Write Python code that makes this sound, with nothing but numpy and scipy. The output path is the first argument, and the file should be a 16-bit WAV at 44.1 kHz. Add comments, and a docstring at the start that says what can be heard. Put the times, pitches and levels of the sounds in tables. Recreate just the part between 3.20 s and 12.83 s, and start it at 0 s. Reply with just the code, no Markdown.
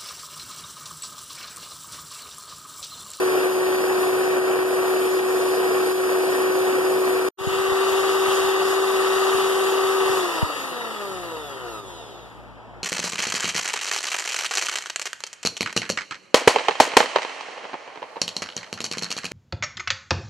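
"""A kitchen: a hand mixer whips egg white in a bowl, close to a phone with two microphone ports.
Thin froth first; after a short cut stiff foam, heard from another side; then the motor coasts down.
The armature sings as a sine at its turning rate, with gear lines, shell-coloured multiples and whistles.
Shaped noise makes the roar of gears and housing and the hiss of fan and brushes.
Decaying sines make the bumps and a tick; soft noise and a swelling low hum make the room."""
import sys
import numpy as np
from scipy import signal
from scipy.fft import rfft, irfft, next_fast_len
from scipy.io import wavfile
from scipy.ndimage import uniform_filter1d, map_coordinates

SR = 44100
rng = np.random.default_rng(int(sys.argv[2]) if len(sys.argv) > 2 else 0)


def wav_out(sig):
    """Save sig, one row per channel (or a flat mono array), as 16-bit PCM at SR to the path in sys.argv[1]."""
    wavfile.write(sys.argv[1], SR, np.round(np.clip(np.atleast_2d(sig).T, -1, 1) * 32767).astype(np.int16))


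N = 424683

# armature speed under power, froth then foam: t/s, turning rate/Hz
SPEED = [(0, 371.8), (0.6, 371.5), (1.2, 373.1), (2.6, 373.0), (4.14, 374.5), (4.15, 383.3), (4.8, 383.7),
         (5.5, 382.8), (6.6, 383.5), (6.96, 383.2)]
# tone levels, the drone from the first row on: t/s, drone level/dB, low orders level/dB, high orders level/dB
COASTING = [(6.95, -25, -75, -80), (7.04, -27, -43, -49), (7.14, -36, -43, -48), (7.22, -40, -41, -47),
            (7.4, -46, -52, -49), (7.6, -46, -45, -48), (7.74, -46, -47, -49), (7.82, -46, -39, -49),
            (8.02, -49, -44, -49), (8.2, -54, -43, -48), (8.36, -56, -45, -49), (8.55, -57, -43, -46),
            (8.75, -57, -47, -46), (9.02, -58, -50, -50), (9.2, -85, -66, -70), (9.63, -99, -90, -95)]
# drone between the ports, a row for froth and one for foam: near minus far level/dB, far lag/rad
DRONE_PORTS = [(7, 0.021), (7, 0.21)]
# each beater turn rocks the worm gear: shaft order, beater turns added, froth level/dB, foam level/dB
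# (levels before the load and the port tilt)
GEAR = [(0, 8, -54, -68), (0, 10, -56, -68), (0, 12, -54, -64), (1, -3, -46, -47), (1, -2, -50, -46),
        (1, -1, -44, -48), (1, 1, -48, -42), (1, 2, -50, -46), (1, 5, -44, -47), (1, 7, -46, -48),
        (2, -3, -50, -46), (2, -2, -46, -53), (2, -1, -54, -43), (2, 1, -53, -45), (2, 3, -55, -50),
        (3, -3, -55, -45), (3, -1, -53, -41), (3, 1, -53, -42), (3, 2, -55, -46), (3, 3, -55, -45),
        (4, -2, -54, -51), (4, -1, -58, -47), (2, 0, -46, -54), (3, 0, -45, -45), (4, 0, -55, -45),
        (5, 0, -50, -54)]
# how the shell radiates a tone: f/Hz, level/dB
HOUSING = [(100, -20), (200, -12), (260, -9), (310, -2), (350, 7), (400, 8), (430, 3), (465, 8), (520, 3),
           (590, -1), (670, -1), (720, 7), (780, -11), (870, -6), (970, 4), (1050, -6), (1120, -2),
           (1200, 3), (1300, 6), (1400, 3), (1550, -9), (2400, -10), (3000, -1), (3300, 0), (3620, 6),
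           (3900, 1), (4400, -8), (5200, -3), (5700, -5), (6100, -8), (6700, 3), (7200, -5), (7750, 5),
           (8500, -8), (9200, 7), (9900, -9), (10900, 1), (11600, -3), (12400, -1), (13200, -7),
           (14200, -12)]
# relative levels of shaft orders 2 to 12: level/dB
LOW_ORDERS_DB = [3, 1, -1, -7, -3, -8, -11, -7, -8, -6, -4]
# thin whistles at and beside slot and fan orders: multiple of turning rate, start t/s, end t/s, mean level/dB
WHISTLES = [(16, 0, 7, -52), (21, 0, 4.1, -59), (22, 0, 4.1, -60), (24, 0, 7.2, -49), (25, 0, 7, -55),
            (32, 0, 4.1, -58), (33, 0, 4.1, -57), (35, 0, 4.1, -58), (36, 4.2, 7, -62), (37, 0, 4.1, -62),
            (24.064, 0, 4.1, -55), (25.064, 2.45, 4.1, -46), (21.968, 4.2, 7, -60), (22.968, 4.2, 7, -55),
            (23.968, 4.2, 7, -56), (24.968, 4.2, 7, -58)]
# relative spectrum of the gearbox roar, a list for froth and one for foam: f/Hz, level/dB per Hz
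ROAR = [
    [(25, -19), (60, -11), (200, -10.5), (330, 0), (430, -1), (480, 2.5), (590, -5.5), (720, -5), (880, -7),
     (1100, -4), (1420, -8), (1530, -7), (1650, -9), (1900, -5.5), (2050, -19.5), (2300, -11),
     (2800, -16.5), (3200, -20), (3600, -32), (5000, -28.5), (9000, -72)],
    [(25, -29), (60, -17), (200, -30.5), (330, 0.5), (480, 0.5), (600, -6), (800, -4.5), (980, -1),
     (1150, 1), (1300, 2.5), (1420, -5), (1520, -8), (1900, 0), (2150, -14.5), (2400, -18), (2850, -5),
     (3300, -30), (3650, -7.5), (4100, -23), (4600, -7), (5300, -55), (9000, -62)],
]
# relative spectrum of fan and brush hiss, a list for froth and one for foam: f/Hz, level/dB per Hz
HISS = [
    [(1500, -31), (3500, -0.5), (5000, -0.5), (6000, -7.5), (6700, -0.5), (7500, -8), (9300, -0.5),
     (9900, -0.5), (11500, -2.5), (12500, -2), (14200, -9)],
    [(1500, 3), (3500, 3.5), (5000, 0), (6000, -3), (6700, 4.5), (7500, -7.5), (8800, 4.5), (9600, -11.5),
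     (10500, 1.5), (11500, -3), (12500, -6.5), (14200, -9.5)],
]
# noise at the two ports, a list for each position: f/Hz, likeness 0-1, near minus far level/dB, far lag/rad
PORTS = [
    [(50, 1, 0, 0), (250, .83, 2, 0), (490, .83, 3, -.1), (775, .47, 5, -.5), (950, .4, 3, -2),
     (1075, .5, -1, -2.2), (1250, .45, 2, -1.7), (1600, .22, 1, -2), (2000, .2, 2, -3), (2500, .2, 0, -5.2),
     (3600, .1, -2, -5), (4600, .15, -3, -6.3), (5500, .45, -1, -9.4), (6650, .4, -2, -12.3),
     (8250, .15, -1, -12.5), (14000, .15, 2, -12.5)],
    [(50, .97, -1, 0), (250, .7, 1, .2), (490, .8, 4, 0), (775, .65, 7, 0), (925, .45, 5, -.4),
     (1075, .4, 1, -2.3), (1250, .4, 5, -1), (1500, .5, 2.5, -1.9), (2000, .5, 1.5, -1.9),
     (2250, .1, 0, -5), (2850, .4, 6, -5), (3200, .55, 1, -6.3), (3800, .2, 4, -7.6), (4600, .4, -1, -5.7),
     (5500, .2, 0, -4), (6650, .7, 0, -5.8), (7400, .1, 1, -5.3), (14000, .17, 0, -6)],
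]
# sudden dips that creep back, negative for a rise: t/s, nominal depth level/dB
DIPS = [(0.0, 0.5), (0.28, 2.5), (0.55, 2), (0.9, 1), (1.19, 3), (1.43, 3), (1.8, 0), (2.0, 2.5),
        (2.72, 3.5), (3.05, 1.5), (3.98, 2), (7.22, 1), (8.25, 0), (8.6, 5.5), (9.05, -3.5)]
# fingers bump the phone at one port: t/s, nominal level/dB, twice the settled f/Hz
BUMPS = [(4.209, -29, 110), (4.271, -14.5, 130), (4.313, -28, 120), (4.361, -29, 90), (4.395, -29, 100),
         (4.486, -28, 100), (4.52, -23, 80), (4.72, -28, 89.5), (4.79, -34, 100), (4.84, -33, 60),
         (4.91, -35, 60), (5.08, -27, 150), (5.21, -32, 80), (5.245, -29, 110), (5.275, -32, 70),
         (5.96, -34, 90), (6.148, -24, 130), (6.645, -32, 110), (6.855, -31, 100), (6.9, -27, 110),
         (7.228, -8, 115)]
# low hum before its swell: f/Hz, level/dB
HUM = [(52, -50), (56, -48), (113, -49)]
# gain of the hum, which rises late: t/s, level/dB
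HUM_SWELL = [(0, -55), (7.3, -29), (7.5, -13), (7.82, -8), (7.9, 6), (9.63, 7)]
# relative spectrum of the room floor: f/Hz, level/dB per Hz
KITCHEN = [(25, -27), (60, -14), (150, -2), (400, -10.5), (1000, -10.5), (3000, -27), (14000, -54)]
# gain through the cut between the two positions: t/s, level/dB
CUT = [(4.087, -0.5), (4.09, -25), (4.105, -34), (4.115, -120), (4.168, -120), (4.174, -34), (4.19, 0)]
# stereo widening: f/Hz, share of the other port taken off
CROSS = [(50, .95), (1000, .85), (2100, .99), (3200, 1), (4200, .74), (5300, .9), (6200, .58), (7300, .86),
         (8300, .42), (9500, .5), (12000, .25), (14000, .2)]
# delay of that copy in the two positions: t/s
CROSS_S = [.000481, .000466]

GEAR_RATIO, SLOTS = 21.55, 12  # armature turns per beater turn, armature slots
DRONE_DB, ROAR_DB, HISS_DB = [-23, -24], [-27.5, -28.5], [-36, -32]  # under power: froth, foam
# switch off; air drag slows the rotor first, rubbing at the last
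OFF_S, DRAG_S, BRAKE_HZ_PER_S = 6.957, 1.366, 127
EASE_S, EASE_HZ_PER_S2 = 8.4, 9  # the rubbing lets go a little as the rotor nearly stops
# noise while coasting: offset in dB that eases in at the switch, dB for each dB of speed
ROAR_SLOWS, HISS_SLOWS, UNLOAD_S = (-0.87, 1.39), (-4, 1.35), 0.21
RAGGED_DB, RAGGED_RAD = 1.8, .3  # the loose rotor makes each low order stutter in level and phase
RATTLE_TOP_HZ = 1900  # the loose rotor shakes the shell only below about this
WHINE_LOW_HZ = 2000  # the higher orders die away as they sink below this
FAN_ORDER, FAN_DB, FAN_FADES = 16, 10, 2  # level over the higher orders, dB lost for each dB of speed
ROAR_WAVER_DB, ROAR_PATCH_DB = .8, .8  # random unsteadiness, depth of patches
PATCH_HZ, PATCH_S = 400, .05  # size of a louder or softer patch in the noise
DIP_FALL_S, DIP_BACK_S = 0.0075, 0.083
CUT_S, FADE_DB, FADE_S = 4.14, 13, 0.1  # after the cut the level creeps back up from below
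TICK_S, TICK_DB, TICK_HZ, TICK_T60_S = 7.178, -33, 2700, .07
TOP_HZ = 14240  # nothing passes above this
T = np.arange(N) / SR
LATE = T > CUT_S  # the foam, heard from the second position
FFT_SIZE = next_fast_len(N + 8192)
FFT_HZ = np.fft.rfftfreq(FFT_SIZE, 1 / SR)


def mixer():
    """One armature angle drives the tones and, through the gears, the throb of the noise."""
    speed = turning()
    angle = 2 * np.pi * np.cumsum(speed + .3 * wobble(10)) / SR
    tones = drone(angle) + gears(speed, angle) + whine(speed, angle)
    return amp(dips()) * (tones + roar(speed, angle) + hiss(speed, angle))


def turning():
    """Turns a second: held by the drive, then lost to drag and at last to rubbing."""
    (driven,) = curves(SPEED)
    knee = BRAKE_HZ_PER_S * DRAG_S  # the speed where drag hands over to rubbing
    knee_s = OFF_S + DRAG_S * np.log(driven[-1] / knee)
    dragged = driven[-1] * np.exp((OFF_S - T) / DRAG_S)
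    rubbed = knee - BRAKE_HZ_PER_S * (T - knee_s)
    free = np.where(T < knee_s, dragged, rubbed)
    free += EASE_HZ_PER_S2 * np.maximum(T - EASE_S, 0) ** 2
    return np.where(T < OFF_S, driven, np.maximum(free, 1))


def drone(angle):
    """The armature sings one sine a turn, slightly unsteady in level and phase."""
    tilt_db, lag = drone_ports()
    level = amp(drone_level() + tilt_db + 0.27 * wobble(25))
    return level * np.sqrt(2) * np.sin(angle + lag + 0.084 * wobble(30))


def drone_level():
    """Drone level in dB: steady under power, then falling in the coast."""
    return np.where(T < COASTING[0][0], by_stage(DRONE_DB), curves(COASTING)[0])


def drone_ports():
    """Level tilt in dB and phase shift in radians, shared evenly between the ports."""
    return [by_stage(column) * [[.5], [-.5]] for column in np.transpose(DRONE_PORTS)]


def gears(speed, angle):
    """Beater turns rock the worm gear and set lines beside the first shaft orders."""
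    level_db = drone_level()
    slip = angle / GEAR_RATIO + 0.11 * wobble(3.066)
    lines = np.zeros(N)
    for order, side, *stage_db in GEAR:
        phase = rng.uniform(0, 2 * np.pi)
        lines += amp(by_stage(stage_db)) * np.sin(order * angle + side * slip + phase)
    # the teeth follow the drone, and unload when the drive is off
    load = (speed / speed.max()) ** 6 * amp((level_db - level_db.max()) * 0.16)
    tilt_db, _ = drone_ports()
    return lines * load * amp(tilt_db)


def whine(speed, angle):
    """The shell radiates multiples of the turning rate; thin whistles join outside its resonances."""
    _, low_db, high_db = curves(COASTING)
    high = high_orders(speed, angle) + fan_whistle(speed, angle)
    shaken = high * amp(high_db) + low_orders(speed, angle) * amp(low_db)
    total = filtered(shaken, amp(along(HOUSING, FFT_HZ))) + whistles(angle)
    return np.array([total, .55 * np.roll(total, 3)])


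def high_orders(speed, angle):
    """Orders at and beside multiples of the slot rate stand out; each group of four flickers."""
    order = np.arange(SLOTS + 1 + 120)
    off_slot = np.abs((order + SLOTS // 2) % SLOTS - SLOTS // 2)
    db = np.choose(np.minimum(off_slot, 2), [3, -5, -11]) - .16 * order
    db += np.where((order % 4 == 0) & (off_slot > 0), 4, 0)
    phases = np.exp(2j * np.pi * rng.random(len(order)))
    lines = amp(db + rng.normal(0, 0.39, len(order))) * phases
    size = 8192  # points in one turn
    turn = angle / (2 * np.pi) % 1 * size
    # the four orders of a group lie six apart
    groups = order[SLOTS + 1:].reshape(-1, 4, 6).transpose(0, 2, 1).reshape(-1, 4)
    high = np.zeros(N)
    for group in groups:
        shape = irfft(np.where(np.isin(order, group), lines, 0), size) * size / 2
        audible = group[-1] * speed < SR * .66
        sinking = 1 + (WHINE_LOW_HZ / (group.mean() * speed)) ** 4
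        wave = np.interp(turn, np.arange(size), shape, period=size)
        high += amp(1.5 * wobble(13)) * audible / sinking * wave
    return high


def fan_whistle(speed, angle):
    """The fan's own whistle, a flickering sine that weakens with the speed."""
    level = amp(FAN_DB + 1.5 * wobble(14)) * (speed / speed.max()) ** FAN_FADES
    return level * np.sin(FAN_ORDER * angle)


def low_orders(speed, angle):
    """The loose rotor shakes the shell at its first multiples, stuttering in level and phase."""
    low = np.zeros(N)
    for k, db in enumerate(LOW_ORDERS_DB, start=2):
        wave = np.sin(k * angle + RAGGED_RAD * wobble(35))
        low += amp(db + RAGGED_DB * wobble(22)) * wave / (1 + (k * speed / RATTLE_TOP_HZ) ** 6)
    return low


def whistles(angle):
    """Thin sines locked to the turning rate, each wavering in level through its own span."""
    total = np.zeros(N)
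    for multiple, start, end, db in WHISTLES:
        sounding = (T > start) & (T < end)
        total += amp(db + 3.8 * wobble(5)) * sounding * np.sin(multiple * angle)
    return total


def roar(speed, angle):
    """Gearbox noise throbs with each armature turn and with the beater wires passing."""
    beater = angle / GEAR_RATIO
    throb = 1 + .1 * np.sin(beater) + .18 * np.sin(2 * beater + 1) + .08 * np.sin(3 * beater)
    throb += .11 * np.sin(5 * beater) + .17 * np.sin(angle)
    level_db = slowing(speed, ROAR_DB, ROAR_SLOWS) + ROAR_WAVER_DB * wobble(8)
    return amp(level_db) * rush(ROAR, throb, ROAR_PATCH_DB)


def hiss(speed, angle):
    """Fan and brush noise flutters lightly with the armature and twice each beater turn."""
    flutter = 1 + 0.033 * np.sin(2 * angle / GEAR_RATIO) + 0.09 * np.sin(angle + 1)
    level_db = slowing(speed, HISS_DB, HISS_SLOWS) + 0.99 * wobble(10)
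    return amp(level_db) * rush(HISS, flutter, patchy_db=2.0)


def slowing(speed, levels_db, law):
    """A noise level in dB: steady under power, then falling with the speed."""
    offset_db, slope = law
    off = 1 - np.exp(-np.maximum(T - OFF_S, 0) / UNLOAD_S)
    return by_stage(levels_db) + off * (offset_db + slope * 20 * np.log10(speed / speed.max()))


def dips():
    """Gain in dB on every mixer layer: quick dips that creep back, and the fade after the cut."""
    lost = np.zeros(N)
    for s, db in DIPS:
        since = np.maximum(T - s, 0)
        lost += db * (1 - np.exp(-since / DIP_FALL_S)) * np.exp(-since / DIP_BACK_S)
    return -lost - LATE * FADE_DB * np.exp(-np.maximum(T - CUT[-1][0], 0) / FADE_S)


def bumps():
    """Each knock is one short swing that slows as it dies, mostly at the near port."""
    out, t = np.zeros(N + SR), np.arange(SR // 16) / SR
    cycles_per_hz = t * 0.5 + 0.006 * (1 - np.exp(-t / 0.0042))
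    for s, db, hz in BUMPS:
        swing = np.sin(2 * np.pi * hz * cycles_per_hz) * np.exp(-t / 0.0088)
        out[round(s * SR):][:len(t)] += amp(db) * swing
    return out[:N] * [[1], [-.1]]


def tick():
    """A small plastic tick just before the last bump: one short bright ring of the shell."""
    since = np.maximum(T - TICK_S, 0)
    return amp(TICK_DB - 60 * since / TICK_T60_S) * np.sin(2 * np.pi * TICK_HZ * since) * [[1], [.5]]


def kitchen():
    """The quiet room as soft noise, and a low hum whose close pair beats."""
    (swell_db,) = curves(HUM_SWELL)
    hum = np.zeros(N)
    for hz, db in HUM:
        hum += amp(db + 0.99 * wobble(5)) * np.sin(2 * np.pi * hz * T + 0.48 * wobble(6))
    floor = amp(-45.5) * rush([KITCHEN, KITCHEN], 1, patchy_db=1.5)
    return floor + amp(swell_db) * hum * [[1], [.8]]


def rush(spectra, beat, patchy_db):
    """Noise of rms 1 over both ports, times beat, part shared and part each port's own."""
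    common, own = patchy(rng.standard_normal((2, N)), patchy_db) * beat
    both = []
    for spectrum, ports in zip(spectra, PORTS):
        like = np.clip(along(ports, FFT_HZ), 0, 1)
        tilt_db = np.outer([.5, -.5], along(ports, FFT_HZ, axis=2))
        colour = amp(along(spectrum, FFT_HZ) + tilt_db)
        lag = np.exp(-1j * np.outer([0, 1], along(ports, FFT_HZ, axis=3)))
        alone = colour * np.sqrt(1 - like)
        mix = filtered(common, colour * np.sqrt(like) * lag)
        mix += filtered(own, alone * [[1], [0]])
        mix += filtered(np.roll(own, N // 2), alone * [[0], [1]])  # half the length away: unlike the near port
        both.append(unit(mix))
    return by_stage(both)


def patchy(x, depth_db):
    """Noise with louder and softer patches in time and frequency."""
    z = signal.stft(x, nperseg=512)[2]
    field = rng.standard_normal(z.shape[1:])
    field = uniform_filter1d(field, round(PATCH_HZ * 512 / SR), 0)
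    field = uniform_filter1d(field, round(PATCH_S * SR / 256), 1)
    return signal.istft(z * amp(depth_db * unit(field)), nperseg=512)[1][:, :N]


def amp(db):
    """Decibels to a linear gain."""
    return 10 ** (np.asarray(db) / 20)


def unit(x):
    """Scale to rms 1."""
    return x / np.sqrt(np.mean(x ** 2) + 1e-20)


def by_stage(pair):
    """The froth value before the cut, the foam value after it."""
    froth, foam = pair
    return np.where(LATE, foam, froth)


def along(points, hz, axis=1):
    """One column of a table that starts with f/Hz, read on a log frequency axis."""
    p = np.transpose(points)
    return np.interp(np.log(hz + 1), np.log(p[0] + 1), p[axis])


def curves(rows):
    """One value per sample for each column after the time."""
    s, *cols = np.transpose(rows)
    return [np.interp(T, s, c) for c in cols]


def wobble(rate):
    """A smooth random curve, rate knots a second."""
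    return map_coordinates(rng.standard_normal(int(N * rate / SR) + 4), [T * rate])


def filtered(x, response):
    """Shape x by a complex response given at FFT_HZ."""
    return irfft(rfft(x, FFT_SIZE) * response, FFT_SIZE)[..., :N]


def scene():
    """The mixer, the knocks and the room at the two ports."""
    return mixer() + bumps() + tick() + kitchen()


def record(dry):
    """The phone widens the image by taking a late copy of the other port; a cut joins the positions."""
    share = np.clip(along(CROSS, FFT_HZ), 0, 1)
    copies = [filtered(dry[::-1], share * np.exp(-2j * np.pi * FFT_HZ * lag)) for lag in CROSS_S]
    (cut_db,) = curves(CUT)
    return filtered((dry - by_stage(copies)) * amp(cut_db), FFT_HZ < TOP_HZ)


dry = scene()
out = record(dry)
wav_out(out)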